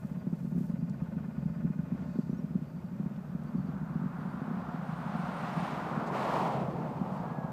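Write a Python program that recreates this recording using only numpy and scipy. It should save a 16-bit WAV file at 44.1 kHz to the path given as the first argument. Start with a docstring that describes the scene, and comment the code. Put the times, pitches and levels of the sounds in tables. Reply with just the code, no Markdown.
"""A car passing at night.

Crickets chirp and a far engine throbs in the murmur of the night air. The hand on the camera sticks and
slips, sending dull knocks through its case. A car comes up a straight road at a steady speed, its tyres
roaring and hissing on the asphalt. Screened now and then by the roadside, it rushes past and rolls away."""
import sys
import numpy as np
from scipy import signal
from scipy.fft import rfft, irfft
from scipy.io import wavfile

SR = 44100
rng = np.random.default_rng(int(sys.argv[2]) if len(sys.argv) > 2 else 0)


def persist_wave(psi):
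    """Save psi, clipped to +-1, as 16-bit WAV."""
    counts = np.round(np.clip(psi, -1, 1) * 32767).astype(np.int16)
    wavfile.write(sys.argv[1], SR, np.atleast_2d(counts).T)


N = 331632
TIME = np.arange(N) / SR
PASS_S, SPEED_M_PER_S, ROAD_DISTANCE_M, SOUND_M_PER_S = 6.28, 20.25, 7.5, 343

# Running of the far engine. Each row: time in seconds, level in dB, throb depth from 0 to 1.
FAR_ENGINE = [(0, -58, 0.6), (.4, -61, 0.8), (1.1, -57, 0.67), (1.7, -56.5, 0.6), (2.1, -56, .2),
              (2.6, -62.5, 0.3), (3.1, -60.5, .4), (4.5, -61, 0)]
# Firm knocks of the grip. Each row: peak time in seconds, peak in dB, brightness in dB per octave.
GRIP_KNOCKS = [(0.053, -28, 0), (0.119, -26.5, -2), (0.1758, -28.5, -1), (0.2758, -23, 6),
               (0.3341, -21.5, 1.5), (.435, -29, -0.5), (.453, -26, 1), (0.5272, -27.5, -1),
               (.557, -26.5, 4), (0.568, -24.5, 2.5), (0.585, -23, 4), (0.6148, -23, 4.5),
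               (0.7034, -26.5, -1.5), (0.743, -24.5, -3), (.794, -27.5, -3), (.831, -22, -2),
               (0.9091, -25.5, -7.5), (1.025, -23, -3.5), (1.1728, -25.5, -2.5), (1.212, -27.5, -1),
               (1.288, -27.5, -1.5), (1.3855, -23, -5.5), (1.4628, -21, -8), (1.5053, -26, -4),
               (1.566, -27, -2.5), (1.602, -26, -6.5), (1.653, -18, -2.5), (1.7072, -22.5, -3),
               (1.7965, -22.5, -2), (1.9268, -23, 2), (1.954, -27, 1), (2.03, -28, 0), (2.1645, -26.5, 7.5),
               (2.1951, -17.5, 7), (2.302, -24, 7.5), (2.336, -23, 4.5), (2.398, -26.5, 3.5),
               (2.4466, -26, 2), (2.513, -29, 2), (2.5608, -22, 2.5), (2.6234, -26, -4), (3.0046, -25, 3),
               (3.0664, -23.5, -3), (3.2981, -28.5, -6), (3.3556, -24.5, -2), (3.5563, -21.5, 4),
               (3.588, -24.5, -2), (3.604, -26, -0.5), (3.693, -25.5, 1), (3.74, -27.5, -2),
               (3.765, -27.5, -4), (3.82, -27.5, -2), (3.834, -27, -2), (3.911, -28, -0.5),
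               (3.9614, -21.5, 0), (4, -28, -0.5), (4.0216, -25, 0), (4.0455, -26, 4.5), (4.065, -25, -0.5),
               (4.1919, -27.5, -3), (4.259, -27.5, 2.5), (4.346, -31.5, 2), (4.4237, -25.5, 7),
               (4.487, -27, 7.5), (4.518, -26, 7.5), (4.585, -27.5, 2.5), (4.69, -27.5, 2),
               (4.749, -26, 5.5), (5.065, -27, -2.5), (5.1573, -25.5, .5), (5.2399, -27.5, -2),
               (5.578, -23.5, -1.5), (5.63, -27.5, -3), (5.734, -29, -3), (5.777, -29.5, -3),
               (5.977, -22, -3), (6.6204, -27, -0.5), (6.6889, -27, 0.5), (6.811, -27, 0.5), (7.02, -21, 3),
               (7.2049, -26, -3.5), (7.321, -29.5, 2.5), (7.39, -26, 2.5), (7.448, -25, -1)]


def gain_of(db):
    return 10 ** (np.asarray(db) / 20)


def unit_rms(x):
    return x / np.sqrt(np.mean(x ** 2) + 1e-20)


def spectrum_db(colour, hz):
    """Interpolate a colour over log frequency. Each row: frequency in Hz, relative level in dB."""
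    f, db = np.transpose(colour)
    return np.interp(np.log(hz + 1), np.log(f + 1), db)


def follow(rows, column=1):
    """One column of a time curve at every sample."""
    rows = np.array(rows)
    return np.interp(TIME, rows[:, 0], rows[:, column])


def add(mix, start_s, sound):
    part = mix[max(round(start_s * SR), 0):][:len(sound)]
    part += sound[:len(part)]


def swell(start_s, length_s):
    """Half-sine envelope."""
    return np.sin(np.pi * np.clip((TIME - start_s) / length_s, 0, 1))


def drift(hz, size=N // 16):
    """Random wander of rms 1, up to about the given rate."""
    f = np.arange(size // 2 + 1) * SR / N
    coarse = irfft(rfft(rng.standard_normal(size)) * np.exp(-(f / hz) ** 2), size)
    return unit_rms(np.interp(np.arange(N), np.linspace(0, N, size), coarse))


def noise(colour):
    """Coloured noise of rms 1."""
    f = np.fft.rfftfreq(N, 1 / SR)
    return unit_rms(irfft(rfft(rng.standard_normal(N)) * gain_of(spectrum_db(colour, f)), N))


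def tone(hz, waver, rough):
    """Sine of rms 1 with wavering pitch and rough amplitude."""
    turns = np.cumsum(hz * (1 + waver * drift(45))) / SR
    return np.sqrt(2) * np.sin(2 * np.pi * turns) * unit_rms(1 + rough * drift(120))


def air(air_db=-53, swell_db=1.8, hiss_db=-73):
    """Night air murmurs and swells slightly over the microphone's even hiss."""
    # Noise spectra. Each row: frequency in Hz, relative level in dB.
    air_colour = [(20, -26), (45, -10), (70, 2.5), (110, 9.5), (300, 0), (560, -0.5), (720, -4.5),
                  (1000, -12.5), (1600, -16.5), (3000, -26.5), (6500, -42.5), (15500, -62)]
    mic_colour = [(1000, -1.5), (4500, 2), (7500, 0), (9000, -3.5), (10200, -6), (12500, -0.5), (15500, -2)]
    murmur = gain_of(air_db + swell_db * drift(7.5)) * noise(air_colour)
    return murmur + gain_of(hiss_db) * noise(mic_colour)


def crickets(pip_s=.064, pip_period_s=.097, blur=0.28, echo=.3, echo_s=.03):
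    """Trains of pips, softened by echoes from the grass, over a far trill, soft rasps in the verge and one
    brief scuff."""
    # Each row: first pip's centre in seconds, pitch in Hz, level in dB, number of pips.
    chirps = [(.2, 4750, -76, 2), (.365, 4480, -80, 2), (.7, 4595, -75.5, 3), (.72, 4910, -80, 2),
              (.85, 4715, -80, 2), (1.37, 4920, -82, 3), (1.405, 4595, -79, 3), (1.45, 4715, -77.5, 2),
              (2.12, 4595, -77, 2), (2.675, 4595, -76, 3), (2.705, 4715, -78, 2), (3.31, 4715, -78, 1),
              (3.484, 4590, -73.5, 3), (3.61, 4500, -74.5, 1), (3.95, 4715, -76, 1), (4.21, 4595, -74, 3),
              (4.62, 4715, -77, 2)]
    # Far crickets. Each row: time in seconds, pitch in Hz, level in dB.
    trill_curve = [(0, 4900, -93), (1.2, 4930, -91), (1.5, 4935, -86), (1.72, 4940, -94), (1.87, 4950, -86),
                   (2.15, 4950, -93), (2.48, 4975, -87), (2.8, 4950, -96), (4, 4950, -104)]
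    # Each row: start in seconds, length in seconds, peak level in dB. The short row at 6.055 s is a brief scuff
    # beside a snap.
    rasps = [(1.93, 0.46, -73.5), (6.055, .045, -61), (7.08, 0.18, -73)]
    t, pips = np.arange(0, pip_s, 1 / SR), np.zeros(N)
    for s, hz, db, count in chirps:
        pip = gain_of(db) * np.hanning(len(t)) * np.sin(2 * np.pi * hz * t)
        for k in range(count):
            add(pips, s + k * pip_period_s - pip_s / 2, pip)
    tail = rng.standard_normal(SR // 2) * np.exp(-TIME[:SR // 2] / echo_s)
    pips += echo * signal.oaconvolve(pips, tail / np.linalg.norm(tail))[:N]
    trill = gain_of(follow(trill_curve, column=2)) * tone(follow(trill_curve), waver=.003, rough=.7)
    rasp_colour = [(3000, -19), (3850, -5), (4100, -11), (4500, -2), (5500, -12), (7400, -12), (9000, -24)]
    rasp = sum(gain_of(db) * swell(s, length_s) for s, length_s, db in rasps) * noise(rasp_colour)
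    return pips * unit_rms(1 + blur * drift(80)) + trill + rasp


def whistles(fade_power=0.37, arch_power=.7):
    """Thin whistles, each gliding between two pitches, straight or along an arch."""
    # Each row: start and length in seconds, start pitch, end pitch and arch height in Hz, level in dB.
    glides = [(2.3, .09, 5600, 6850, 0, -79), (2.368, .035, 5520, 5660, 0, -73.5),
              (7.17, .38, 1490, 1492, 185, -59.5)]
    out = np.zeros(N)
    for s, length_s, start_hz, end_hz, arch_hz, db in glides:
        arch = swell(s, length_s)
        hz = np.interp(TIME, [s, s + length_s], [start_hz, end_hz]) + arch_hz * arch ** arch_power
        out += gain_of(db) * arch ** fade_power * tone(hz, waver=.0046, rough=0.28)
    return out


def ticks(decay_s=0.0035, width_octaves=0.56):
    """Tiny dry snaps nearby, each a fast-decaying noise band."""
    # Each row: start in seconds, initial level in dB, band centre in Hz.
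    snaps = [(.897, -60, 5400), (3.162, -61, 3200), (3.437, -67.5, 7200), (6.072, -63, 6800)]
    t, out = np.arange(SR // 20) / SR, np.zeros(N)
    f = np.fft.rfftfreq(len(t), 1 / SR)
    for s, db, hz in snaps:
        band = np.exp(-(np.log2((f + 1) / hz) / width_octaves) ** 2 / 2)
        snap = unit_rms(irfft(rfft(rng.standard_normal(len(t))) * band, len(t)))
        add(out, s, gain_of(db) * snap * np.exp(-t / decay_s))
    return out


def engine_clatter(firing_hz=16.5, first_beat_s=0.032, sharpness=1.04):
    """Each firing of the far engine sends a puff of noise through its housing."""
    # Housing resonances. Each row: frequency in Hz, width in Hz, relative level in dB.
    modes = [(593, 61, 3.5), (900, 38, 1), (1059, 75, -3), (1230, 35, -3.5), (1465, 63, -3.5),
             (1798, 99, -10), (2113, 135, -13.5), (2410, 180, -15.5)]
    beat = unit_rms(np.exp(sharpness * np.cos(2 * np.pi * firing_hz * (TIME - first_beat_s))))
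    depth = follow(FAR_ENGINE, column=2)
    puffs = (1 - depth + depth * beat) * rng.standard_normal(N)
    f = np.fft.rfftfreq(N, 1 / SR)
    housing = sum(gain_of(db) / (1 + 1j * (f - hz) / width_hz) ** 2 for hz, width_hz, db in modes)
    return gain_of(follow(FAR_ENGINE)) * unit_rms(irfft(rfft(puffs) * housing, N))


def engine_hum(hz=74.8, offset_db=-4, fade_db_per_s=0.5):
    """The far engine's deep hum follows the level of its clatter and slowly fades."""
    level_db = follow(FAR_ENGINE) + offset_db - fade_db_per_s * TIME
    return gain_of(level_db) * tone(hz, waver=0.034, rough=.15)


def sleeve(grain_db=2):
    """Cloth slides with a fine, bright grain."""
    # Each row: start in seconds, length in seconds, peak level in dB.
    brushes = [(-.2, .45, -72.5), (.28, 0.39, -72.5), (.55, 0.2, -69.5)]
    colour = [(1500, -18), (4000, -2), (7000, 0.5), (10000, -2.5), (15000, 0.5)]
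    envelope = sum(gain_of(db) * swell(s, length_s) for s, length_s, db in brushes)
    return envelope * gain_of(grain_db * drift(200)) * noise(colour)


def case_ring(tilt_db_per_octave, pivot_hz=199, size=8192):
    """The camera case's ring after one push, and its peak delay in seconds. Quicker pushes are brighter."""
    # Case response. Each row: frequency in Hz, relative level in dB.
    case_colour = [(20, -56.5), (45, -30.5), (74, -18.5), (93, -29.5), (115, -21.5), (142, -4), (165, 0.5),
                   (215, -3), (265, -9), (298, -29), (345, -20.5), (410, -29.5), (600, -46), (5000, -140)]
    f = abs(np.fft.fftfreq(size, 1 / SR))
    db = spectrum_db(case_colour, f) + tilt_db_per_octave * np.clip(np.log2((f + 1) / pivot_hz), -1, 2)
    minimum_phase = np.exp(np.conj(signal.hilbert(db * np.log(10) / 20)))
    ring = np.fft.ifft(minimum_phase).real[:size // 2]
    envelope = abs(signal.hilbert(ring))
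    return ring / envelope.max(), envelope.argmax() / SR


def finger_slips(per_s=22, jitter=.3, relative_db=8.5, spread_db=3.5, pause_s=.022):
    """Light slips ring the case at a loose beat and pause around each firm knock."""
    gaps, sizes = rng.standard_normal((300, 2)).T
    slip_times = np.cumsum(np.exp(jitter * gaps)) / per_s
    knock_times = np.array(GRIP_KNOCKS)[:, 0]
    ring, _ = case_ring(tilt_db_per_octave=-1.6)
    out = np.zeros(N)
    for s, size in zip(slip_times, np.minimum(sizes, 0.63)):
        if abs(knock_times - s).min() > pause_s:
            add(out, s, gain_of(relative_db + spread_db * size) * ring)
    return out


def grip(tremors_per_s=220, tremor_offset_db=-1):
    """Stick and slip of the hand: firm knocks, light slips and dense tremor, all through the case."""
    # Unrest of the hand. Each row: time in seconds, gain of tremor and slips in dB.
    unrest = [(0, -43), (.6, -39), (2.4, -39), (2.8, -41.5), (3.7, -39.5), (4.9, -41), (5.5, -40),
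              (6.2, -45), (6.8, -39.5), (7.5, -43)]
    knocks = np.zeros(N)
    for s, db, tilt in GRIP_KNOCKS:
        ring, delay_s = case_ring(tilt)
        add(knocks, s - delay_s, gain_of(db) * ring)
    pushes = (rng.random(N) < tremors_per_s / SR) * gain_of(rng.uniform(-5.4, 2, N))
    ring, _ = case_ring(tilt_db_per_octave=-1.3)
    tremor = unit_rms(signal.oaconvolve(pushes - pushes.mean(), ring)[:N])
    return knocks + gain_of(follow(unrest)) * (gain_of(tremor_offset_db) * tremor + finger_slips())


def car_place(behind_m=0):
    """Distance in metres of a point behind the car's middle, and its facing: 1 coming, -1 going."""
    along_m = SPEED_M_PER_S * (PASS_S - TIME) + behind_m
    distance_m = np.hypot(ROAD_DISTANCE_M, along_m)
    return distance_m, along_m / distance_m


def pass_gain(db, forward_db, screened, loss_db_per_m=0, behind_m=0, near_s=4.21, emerge_db_per_s=7.5):
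    """Gain of one part of the car: spreading, beaming, screening, path loss and a fade-in until near."""
    # Roadside screening. Each row: time in seconds, loss in dB at screened=1.
    screen = [(4, .5), (4.75, 1.5), (5.24, 0.5), (5.57, 0.9), (5.8, 5), (6.02, 7), (6.17, 5.5), (6.36, 1.5),
              (6.53, 3.5), (6.68, 9.5), (7, 5.5), (7.18, 1.5), (7.52, -1)]
    distance_m, facing = car_place(behind_m)
    lost_db = screened * follow(screen) + loss_db_per_m * (distance_m - ROAD_DISTANCE_M)
    lost_db += emerge_db_per_s * np.maximum(near_s - TIME, 0)
    return ROAD_DISTANCE_M / distance_m * gain_of(db + forward_db * facing - lost_db)


def doppler_shift(sound, ratio):
    """Resample: higher as the car comes, lower as it goes."""
    return np.interp(np.cumsum(ratio) % N, np.arange(N), sound)


def exhaust(pipe_hz=138, width_hz=18):
    """Soft, unsteady drone of the tailpipe, beamed backwards."""
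    gain = pass_gain(db=-48, forward_db=-7, screened=0, loss_db_per_m=-0.5)
    return gain * unit_rms(drift(width_hz) * np.sin(2 * np.pi * pipe_hz * TIME))


def squeals(fade_power=.4, halo_db=-6, rough=.6):
    """Bursts of thin, fluttering tone high above the tyre noise, each in a narrow hiss."""
    # Each row: start and length in seconds, start and end pitch in Hz, level in dB, fractional waver.
    bursts = [(4.13, .4, 9500, 8820, -86, .02), (4.84, .09, 8850, 8750, -79, .014),
              (4.94, .2, 8950, 8780, -81, .016), (5.15, .13, 8790, 8800, -77, .006),
              (5.31, .14, 8850, 8820, -78, .008), (5.52, .18, 8870, 8740, -72, .005),
              (7.12, .06, 8720, 8700, -80, .006)]
    halo = gain_of(halo_db) * noise([(8000, -45), (8600, -3), (8900, 0), (9300, -4), (9900, -45)])
    flutter = drift(45)
    strength = np.sqrt(2) * unit_rms(1 + rough * drift(100))
    out = np.zeros(N)
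    for s, length_s, start_hz, end_hz, db, waver in bursts:
        on = (TIME > s) & (TIME < s + length_s)
        progress = (TIME[on] - s) / length_s
        turns = np.cumsum((start_hz + (end_hz - start_hz) * progress) * (1 + waver * flutter[on])) / SR
        envelope = gain_of(db) * abs(np.sin(np.pi * progress)) ** fade_power
        out[on] += envelope * (strength[on] * np.sin(2 * np.pi * turns) + halo[on])
    return out


def whoosh(relative_width=.36):
    """A band of road noise, reinforced by its ground echo, slides down as the car goes by."""
    # Each row: time in seconds, band centre in Hz, level in dB.
    sweep = [(6.1, 998, -77), (6.24, 961, -42), (6.4, 896.4, -34), (6.54, 720, -42), (6.68, 500, -46),
             (6.83, 299, -47), (6.93, 260, -70)]
    hz = follow(sweep)
    turns = np.cumsum(hz) / SR
    slowed_s = turns / hz.max()  # narrows the band as it sinks
    a, b = (np.interp(slowed_s, TIME, drift(relative_width * hz.max())) for _ in range(2))
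    band = a * np.cos(2 * np.pi * turns) + b * np.sin(2 * np.pi * turns)
    on = (TIME > sweep[0][0]) & (TIME < sweep[-1][0])
    return on * gain_of(follow(sweep, column=2)) * band


def tyres(flutter_db=0.48, grit_db=0.56, note_rise_s=0.13):
    """Tyres on asphalt: low rush, road roar, tread noise and hiss, unsteady in the moving air."""
    # Noise spectra. Each row: frequency in Hz, relative level in dB.
    rush_colour = [(85, -43), (150, 3.5), (280, 2), (420, -1), (560, -6), (900, -57)]
    roar_colour = [(250, -35.5), (420, -7), (520, -1), (760, 3), (950, 1.5), (1150, -3.5), (1500, -34),
                   (3000, -61)]
    tread_colour = [(670, -27.5), (970, -3.5), (1170, -0.5), (1400, -2), (1630, -11), (2020, -19.5),
                    (3850, -50.5)]
    hiss_colour = [(1000, -16.5), (1800, 2), (2400, -1), (3300, -7), (4800, -13), (6000, -19.5),
                   (8000, -22.5), (10000, -31), (15000, -35)]
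    horn_colour = [(1800, -20), (2700, -4), (3500, 0), (4600, -5), (7000, -28)]
    # Tones the tread sings forwards. Each row: start in seconds, unshifted pitch in Hz, relative dB.
    tread_notes = [(4.38, 680, -3.5), (3.9, 1300, -10.5)]
    # The treble dips just before the pass, then opens. Each row: time in seconds, loss in dB.
    treble_dip = [(4.8, 1), (5.72, -1.3), (6.03, 5.5), (6.11, 6), (6.16, -1.5), (6.35, -1.1), (6.5, -2),
                  (6.7, -1.5), (7.2, 0), (7.5, 3.5)]
    _, facing = car_place()
    ahead = np.maximum(facing, 0)
    doppler = 1 / (1 - facing * SPEED_M_PER_S / SOUND_M_PER_S)
    rush = noise(rush_colour)
    rush *= pass_gain(db=-38, forward_db=0, screened=0.17, loss_db_per_m=0.26, behind_m=1.3)
    roar = doppler_shift(noise(roar_colour), doppler)
    roar *= pass_gain(db=-32, forward_db=0.3, screened=0.74, loss_db_per_m=0.1, behind_m=0.87)
    hiss = noise(hiss_colour) * pass_gain(db=-45, forward_db=4, screened=1.02, loss_db_per_m=0.32)
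    fizz = noise([(3000, -13), (6000, 6), (15000, -2)])
    fizz *= pass_gain(db=-62.8, forward_db=4, screened=1.3, loss_db_per_m=0.5)
    notes = np.zeros(N)
    for s, hz, db in tread_notes:
        rise = np.clip((TIME - s) / note_rise_s, 0, 1)
        notes += rise * gain_of(db) * tone(hz * doppler, waver=.005, rough=0.35)
    tread = doppler_shift(noise(tread_colour), doppler) + ahead ** 2 * notes
    tread *= pass_gain(db=-39.5, forward_db=2, screened=0.59)
    # The wedge between tyre and road beams hiss ahead like a horn.
    horn = ahead * noise(horn_colour) * pass_gain(db=-66, forward_db=3, screened=1)
    treble = (hiss + fizz + horn) * gain_of(grit_db * drift(150) - follow(treble_dip))
    return (rush + roar + tread + treble) * gain_of(flutter_db * drift(21))


def scene():
    """Mono mix of car, handling, far engine and small night sounds."""
    car = tyres() + whoosh() + exhaust() + squeals()
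    mix = car + grip() + engine_clatter() + engine_hum()
    return (mix + crickets() + whistles() + ticks() + air() + sleeve())[None]


def record(dry):
    """The camera's band limit."""
    cutoff_hz = 15350
    lowpass = signal.firwin(511, cutoff_hz, window=("kaiser", 9), fs=SR)
    return signal.oaconvolve(dry, lowpass[None], "same")


dry = scene()
out = record(dry)
persist_wave(out)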